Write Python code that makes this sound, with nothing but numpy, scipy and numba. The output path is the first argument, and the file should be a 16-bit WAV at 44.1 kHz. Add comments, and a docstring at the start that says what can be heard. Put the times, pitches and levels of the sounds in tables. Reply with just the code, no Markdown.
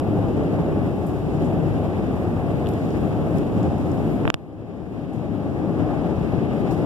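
"""A steady airliner cabin roar runs throughout: boundary-layer and engine noise, diffuse, at a hand-held phone.
Dying noise bursts: fingers tick faintly before the finger snaps, and cloth brushes before and after them.
The snaps against the right port are suction pulses ringing its cavity; a feedback gain control ducks
and recovers. The phone subtracts each port's delayed signal from the other to aim left and right."""
import sys
import numpy as np
from scipy import signal
from scipy.fft import rfft, irfft, next_fast_len
from scipy.io import wavfile
from numba import njit

SR = 44100
rng = np.random.default_rng(int(sys.argv[2]) if len(sys.argv) > 2 else 0)


def store_wav(level_fs):
    """Save 16-bit WAV to argv[1]."""
    pcm = np.round(np.clip(np.atleast_2d(level_fs), -1, 1) * 32767)
    wavfile.write(sys.argv[1], SR, pcm.T.astype(np.int16))


N = 302085
SIZE = next_fast_len(N + 8192)
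HZ = np.maximum(np.arange(SIZE // 2 + 1) * SR / SIZE, 1)
TIME_S = np.arange(N) / SR
PORT_LAG_S = 0.000474   # port spacing over the speed of sound

# Roar spectrum after aiming, relative: f/Hz, spectral level/dB per Hz
ROAR_SPECTRUM = [(32, -53), (45, -21), (70, -7.5), (125, 0.5), (330, -3.5), (425, -6.5), (465, -10),
                 (520, -10), (720, -12), (850, -15.5), (950, -23), (1150, -23.5), (1400, -29.5),
                 (1900, -31.5), (2600, -35.5), (3200, -41.5), (4400, -47), (5500, -52.5), (6600, -53),
                 (8000, -55), (10500, -55.5), (12500, -54), (14200, -59.5)]
# Cabin resonances and engine hums above the roar, after aiming: f/Hz, width/Hz, level/dB
HUM_PEAKS = [(54.8, 9.8, -40.5), (85.7, 13.5, -34.5), (104.9, 5.2, -33), (161.5, 40, -30.5),
             (298, 38, -32.5), (2720, 25, -68)]
# Treble level over time: t/s, level/dB
TREBLE_SWELL = [(0, 0.1), (2.3, 0.5), (2.8, 2), (4.2, 0.9), (4.5, 0.5), (5.0, 1.5), (5.6, -2.3), (6.3, 1),
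                (6.85, 0)]
# Rumble level over time: t/s, level/dB
RUMBLE_LEVEL = [(0, 0), (.6, 1.5), (1.1, -1.5), (1.5, 0.9), (1.9, -0.5), (2.3, 0.5), (2.8, 0), (3.3, 1),
                (3.8, 0.5), (4.3, 0), (4.7, 1), (5.1, 0), (5.4, -0.5), (5.65, -0.5), (6.2, 0.1),
                (6.85, 0.6)]
ROAR_DB = -22   # roar before the hums are added
FLICKER_DB, SHARED_FLICKER = 0.4, 0.5   # each band's own treble flicker; common part relative to it


def roar(surge_db, slow_db, fast_db):
    """Diffuse field: partly coherent noise at two ports, its treble flickering more than its bass."""
    colour = from_db(at_hz(ROAR_SPECTRUM))
    colour = colour * from_db(ROAR_DB) / np.sqrt(np.mean(colour ** 2))
    for hz, width_hz, level_db in HUM_PEAKS:
        hum = 1 / (1 + (2 * (HZ - hz) / width_hz) ** 2)
        colour = np.hypot(colour, from_db(level_db) * hum / np.sqrt(np.mean(hum ** 2)))
    # alike ports cancel in the subtraction, so the bass at the ports is stronger
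    taken, alike = subtraction(), likeness()
    colour = colour / np.sqrt(1 + np.abs(taken) ** 2 - 2 * alike * taken.real)

    common, apart = rfft(rng.standard_normal((2, SIZE)))
    in_phase = np.sqrt(0.5 + 0.5 * alike) * common
    opposed = np.sqrt(0.5 - 0.5 * alike) * apart * [[1], [-1]]
    ports = colour * (in_phase + opposed)

    swell, = in_time(TREBLE_SWELL)
    rumble, = in_time(RUMBLE_LEVEL)
    gust, surge = drift(17.0), surge_db * drift(22.0)
    centres = np.geomspace(60, 12000, num=9)
    out = 0
    for hz, band in zip(centres, bands(ports, centres)):
        treble_share = np.clip(np.log2(hz / 1200) / 2, 0, 1)
        flicker = fast_db * (SHARED_FLICKER * gust + drift(29))
        level_db = surge + slow_db * drift(2.4)
        level_db = level_db + (1.0 - treble_share) * rumble + treble_share * (swell + flicker)
        out = out + band * from_db(level_db)
    return out


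# Upper bound on port coherence, left by local turbulence: f/Hz, likeness (0 to 1)
COHERENCE_BOUND = [(60, .985), (95, .975), (140, 0.93), (300, 0.96)]
DIFFUSE_LAG_S = 0.00036   # effective port spacing as a delay in the diffuse field


def likeness():
    """Spatial coherence: two points in a diffuse field are alike as sin(kd) / kd, less local turbulence."""
    return np.clip(at_hz(COHERENCE_BOUND), 0, 0.995) * np.sinc(2 * HZ * DIFFUSE_LAG_S)


# Finger snaps on the right port, drive levels before filtering and gain control:
# t/s, pulse peak level/dB, contact/s, thump level/dB, crackle level/dB
FINGER_SNAPS = [(4.2533, -9, 0.00055, -4, -44), (4.2772, -4.5, 0.00045, -6, -36),
                (4.30195, 5, 0.00034, -13, -18), (4.34217, 20.5, 0.00008, 9.5, -2)]
CAVITY_HZ, CAVITY_Q = 2950, 1.6   # the port cavity rings
VENT_HZ, VENT_Q = 150, 1.3   # the vent lets slow pressure out
CRACKLE_T60_S, CRACKLE_HZ, CRACKLE_TOP_HZ = 0.0045, 4800, 8000   # the skin crackles as it lets go
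CRACKLE_LEFT_DB = -12   # the crackle is weaker at the far port
TAIL_HZ, TAIL_T60_S = 3200, 0.032   # a faint noise tail near 3.2 kHz follows each snap
TAIL_DB = -42   # relative to the pulse peak, then scaled by contact time and filtered
THUMP_HZ, THUMP_T60_S, THUMP_RISE_S = 119, 0.04, 0.0009   # the case jolts and swings back


def snaps():
    """Impulse excitation: suction pulses ring the right port cavity, with crackle, noise tail and low swing."""
    push = np.zeros(N) + 1e-18
    crackle = np.zeros((2, N)) + 1e-18
    thump_and_tail = np.zeros(N)
    age = np.arange(3000) / SR
    for s, peak_db, contact_s, thump_db, crackle_db in FINGER_SNAPS:
        start = round(s * SR)
        span = slice(start, start + len(age))
        push[span] -= from_db(peak_db) * np.sin(np.pi * np.clip(age / contact_s, 0, 1)) ** 2

        crackle_gain = from_db(crackle_db - 60 * age / CRACKLE_T60_S)
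        crackle[:, span] += crackle_gain * rng.standard_normal((2, len(age)))

        tail = second_order(rng.standard_normal(len(age)), TAIL_HZ, 3.0, high=True)
        tail = second_order(tail, TAIL_HZ, 3.0, high=False)
        tail_gain = from_db(peak_db + TAIL_DB - 60 * age / TAIL_T60_S)
        thump_and_tail[span] += tail_gain * contact_s * TAIL_HZ * tail

        swing = np.cos(2 * np.pi * THUMP_HZ * age) * (1 - np.exp(-age / THUMP_RISE_S))
        thump_and_tail[span] += from_db(thump_db - 60 * age / THUMP_T60_S) * swing

    rung = second_order(push, CAVITY_HZ, CAVITY_Q, high=False) + 0.023 * push
    right = second_order(rung, VENT_HZ, VENT_Q, high=True) + thump_and_tail
    crackle = second_order(crackle, CRACKLE_HZ, 0.83, high=True)
    crackle = second_order(crackle, CRACKLE_TOP_HZ, 0.69, high=False)
    crackle[0] = np.roll(crackle[0], round(PORT_LAG_S * SR))   # reaches the left port later
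    return right * [[0], [1]] + crackle * from_db([[CRACKLE_LEFT_DB], [0]])


def second_order(x, hz, q, high):
    """Damped resonance: a second-order low-pass or high-pass by the bilinear transform."""
    w = 2 * np.pi * hz
    zeros = [1, 0, 0] if high else [w ** 2]
    return signal.lfilter(*signal.bilinear(zeros, [1, w / q, w ** 2], SR), x)


# Finger ticks on the case: t/s, burst level before rise and decay/dB, centre f/Hz, half width/octaves
FINGER_TICKS = [(2.66, -39, 3000, .25), (2.669, -32, 3000, 0.37), (2.688, -35, 5000, 1.4),
                (2.714, -47, 11500, .2), (2.736, -38, 5500, 1.2), (2.904, -43, 5500, 0.22),
                (3.372, -40, 8000, .6), (3.383, -34.5, 7000, 1.2), (3.544, -52, 12500, .1),
                (3.605, -40, 3500, 0.2), (3.630, -39, 4800, 0.88), (3.781, -45, 8000, .8),
                (3.916, -41, 6300, 0.37), (4.078, -50, 12000, .3)]


def ticks():
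    """Stick-slip friction: fingers on the case make brief, grainy noise bursts."""
    return bursts(FINGER_TICKS, rise_s=0.001, t60_s=0.013, grain_db=3)


# Cloth brushing past: t/s, burst level before rise and decay/dB, centre f/Hz, half width/octaves
CLOTH_BRUSHES = [(1.062, -52, 10000, .55), (1.442, -55, 7500, 0.41), (2.665, -57, 12000, .2),
                 (2.68, -55, 12500, .15), (2.706, -62, 11500, .2), (5.128, -54, 9000, .6),
                 (6.706, -46.5, 8000, 1.3)]


def brushes():
    """Rubbing noise: cloth brushing past makes softer, longer bursts without added grain."""
    return bursts(CLOTH_BRUSHES, rise_s=0.0036, t60_s=0.26, grain_db=0)


def bursts(rows, rise_s, t60_s, grain_db):
    """Exponential decay: band-limited noise bursts die away, independent at the two ports."""
    out, age = np.zeros((2, N)), np.arange(4000) / SR
    for s, level_db, hz, octaves in rows:
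        edges = np.clip(hz * 2.0 ** np.array([-octaves, octaves]), 500, 18000)
        band = signal.butter(2, edges, "band", fs=SR, output="sos")
        noise = rng.standard_normal((2, len(age)))
        # grain: spread of the tiny slips inside a burst
        grain = from_db(grain_db * np.minimum(rng.exponential(1, len(age)), 5))
        burst = signal.sosfilt(band, noise * grain)
        envelope = np.minimum(age / rise_s, 1) * from_db(level_db - 60 * age / t60_s)
        start = round(s * SR)
        out[:, start:start + len(age)] += envelope * burst / burst.std()
    return out


def from_db(db):
    """Logarithmic level: decibels to amplitude gain."""
    return 10 ** (np.asarray(db) / 20)


def in_time(rows):
    """Linear interpolation: each column of a curve at every sample."""
    s, *columns = np.transpose(rows)
    return [np.interp(TIME_S, s, column) for column in columns]


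def at_hz(points):
    """Logarithmic frequency: a table interpolated along a log axis."""
    points = np.array(points)
    return np.interp(np.log(HZ), np.log(points[:, 0]), points[:, 1])


def bands(spectrum, centres):
    """Complementary filters: overlapping bands that sum to the whole."""
    for k in range(len(centres)):
        share = np.interp(np.log(HZ), np.log(centres), np.arange(len(centres)) == k)
        yield irfft(spectrum * share, SIZE)[..., :N]


def drift(rate_hz):
    """Low-passed chance: two equal poles slow white noise, scaled to spread 1."""
    step = 40   # samples per drawn value
    r = np.exp(-2 * np.pi * step * rate_hz / SR)
    slow = signal.lfilter([1], [1, -2 * r, r * r], rng.standard_normal(N // step + 2002))
    slow = slow[2000:]   # drop the filter's start-up
    return np.interp(np.arange(N) / step, np.arange(len(slow)), slow / slow.std())


FAINT_TOP_HZ = 14450   # only the snaps carry above this


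def scene():
    """Superposition: pressures of roar, handling and snaps add at the left and right ports."""
    steady = roar(surge_db=0.69, slow_db=0.76, fast_db=FLICKER_DB) + ticks() + brushes()
    faint_top = signal.cheby2(18, 55, FAINT_TOP_HZ, fs=SR, output="sos")
    return signal.sosfilt(faint_top, steady) + snaps()


# Cross-port subtraction: f/Hz, share of the other port subtracted (0 to 1)
CROSS_SHARE = [(50, 0.63), (3000, 0.63), (6000, 0.46), (9000, 0.048), (14000, 0.18)]


def subtraction():
    """Delay-and-subtract: share and phase delay of the other port that is taken away."""
    return np.clip(at_hz(CROSS_SHARE), 0, 0.97) * np.exp(-2j * np.pi * HZ * PORT_LAG_S)


def aim(ports):
    """Pressure-gradient directivity: each side is its port minus the delayed other port."""
    spectrum = rfft(ports, SIZE)
    return spectrum - subtraction() * spectrum[::-1]


ATTACK_S = 0.002   # smoothing time of the gain cut
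LIMIT_DB, CUT_PER_DB = -4, 4.3   # dB of cut per dB of output over the limit
RELEASE_DB_PER_S = 12.7


@njit
def gain_control(peak, limit_db, cut_per_db, release_db, follow):
    """Feedback compression: a clipped output peak over the limit cuts the gain; it recovers steadily in dB."""
    gain, goal_db, cut_db = np.empty(len(peak)), 0., 0.
    for i in range(len(peak)):
        gain[i] = 10 ** (-cut_db / 20)
        over_db = 20 * np.log10(min(peak[i] * gain[i], 1.) + 1e-9) - limit_db
        goal_db = max(goal_db - release_db, max(cut_per_db * over_db, 0.))
        cut_db += follow * (goal_db - cut_db)
    return gain


# Grip shading of the sides, shifting after the snaps:
# f/Hz, right before level/dB, left after level/dB, right after level/dB
GRIP_SHADE = [(113, -4.5, 1, -8.5), (230, -2, 2.5, -2.5), (437, -1.2, 1, -2.5), (1020, -1, 0.95, -0.6),
              (3000, -1.7, 0.7, 0.1), (5200, -0.8, 1.5, 1), (7800, 0, 1.2, -3), (12000, -1.5, 0, -15)]
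SHIFT_S, SHIFT_LENGTH_S = 4.5, 0.22   # the hand settles into its new hold
CLIP, CUTOFF_HZ = 0.95, 16300   # clipping amplitude, before the final low-pass


def record(dry):
    """Transducer chain: aimed pair, grip shading, gain control, clipping, cut-off."""
    moved = np.clip((TIME_S - SHIFT_S) / SHIFT_LENGTH_S, 0, 1)
    parts = bands(aim(dry), [row[0] for row in GRIP_SHADE])
    pair = 0
    for band, (hz, before_db, left_db, after_db) in zip(parts, GRIP_SHADE):
        right_db = before_db + (after_db - before_db) * moved
        pair = pair + band * from_db([left_db * moved, right_db])
    peak = np.abs(pair).max(axis=0)
    gain = gain_control(peak, LIMIT_DB, CUT_PER_DB, RELEASE_DB_PER_S / SR, 1 / (ATTACK_S * SR))
    cutoff = signal.cheby2(12, 55, CUTOFF_HZ, fs=SR, output="sos")
    return signal.sosfilt(cutoff, np.clip(pair * gain, -CLIP, CLIP))


dry = scene()
out = record(dry)
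store_wav(out)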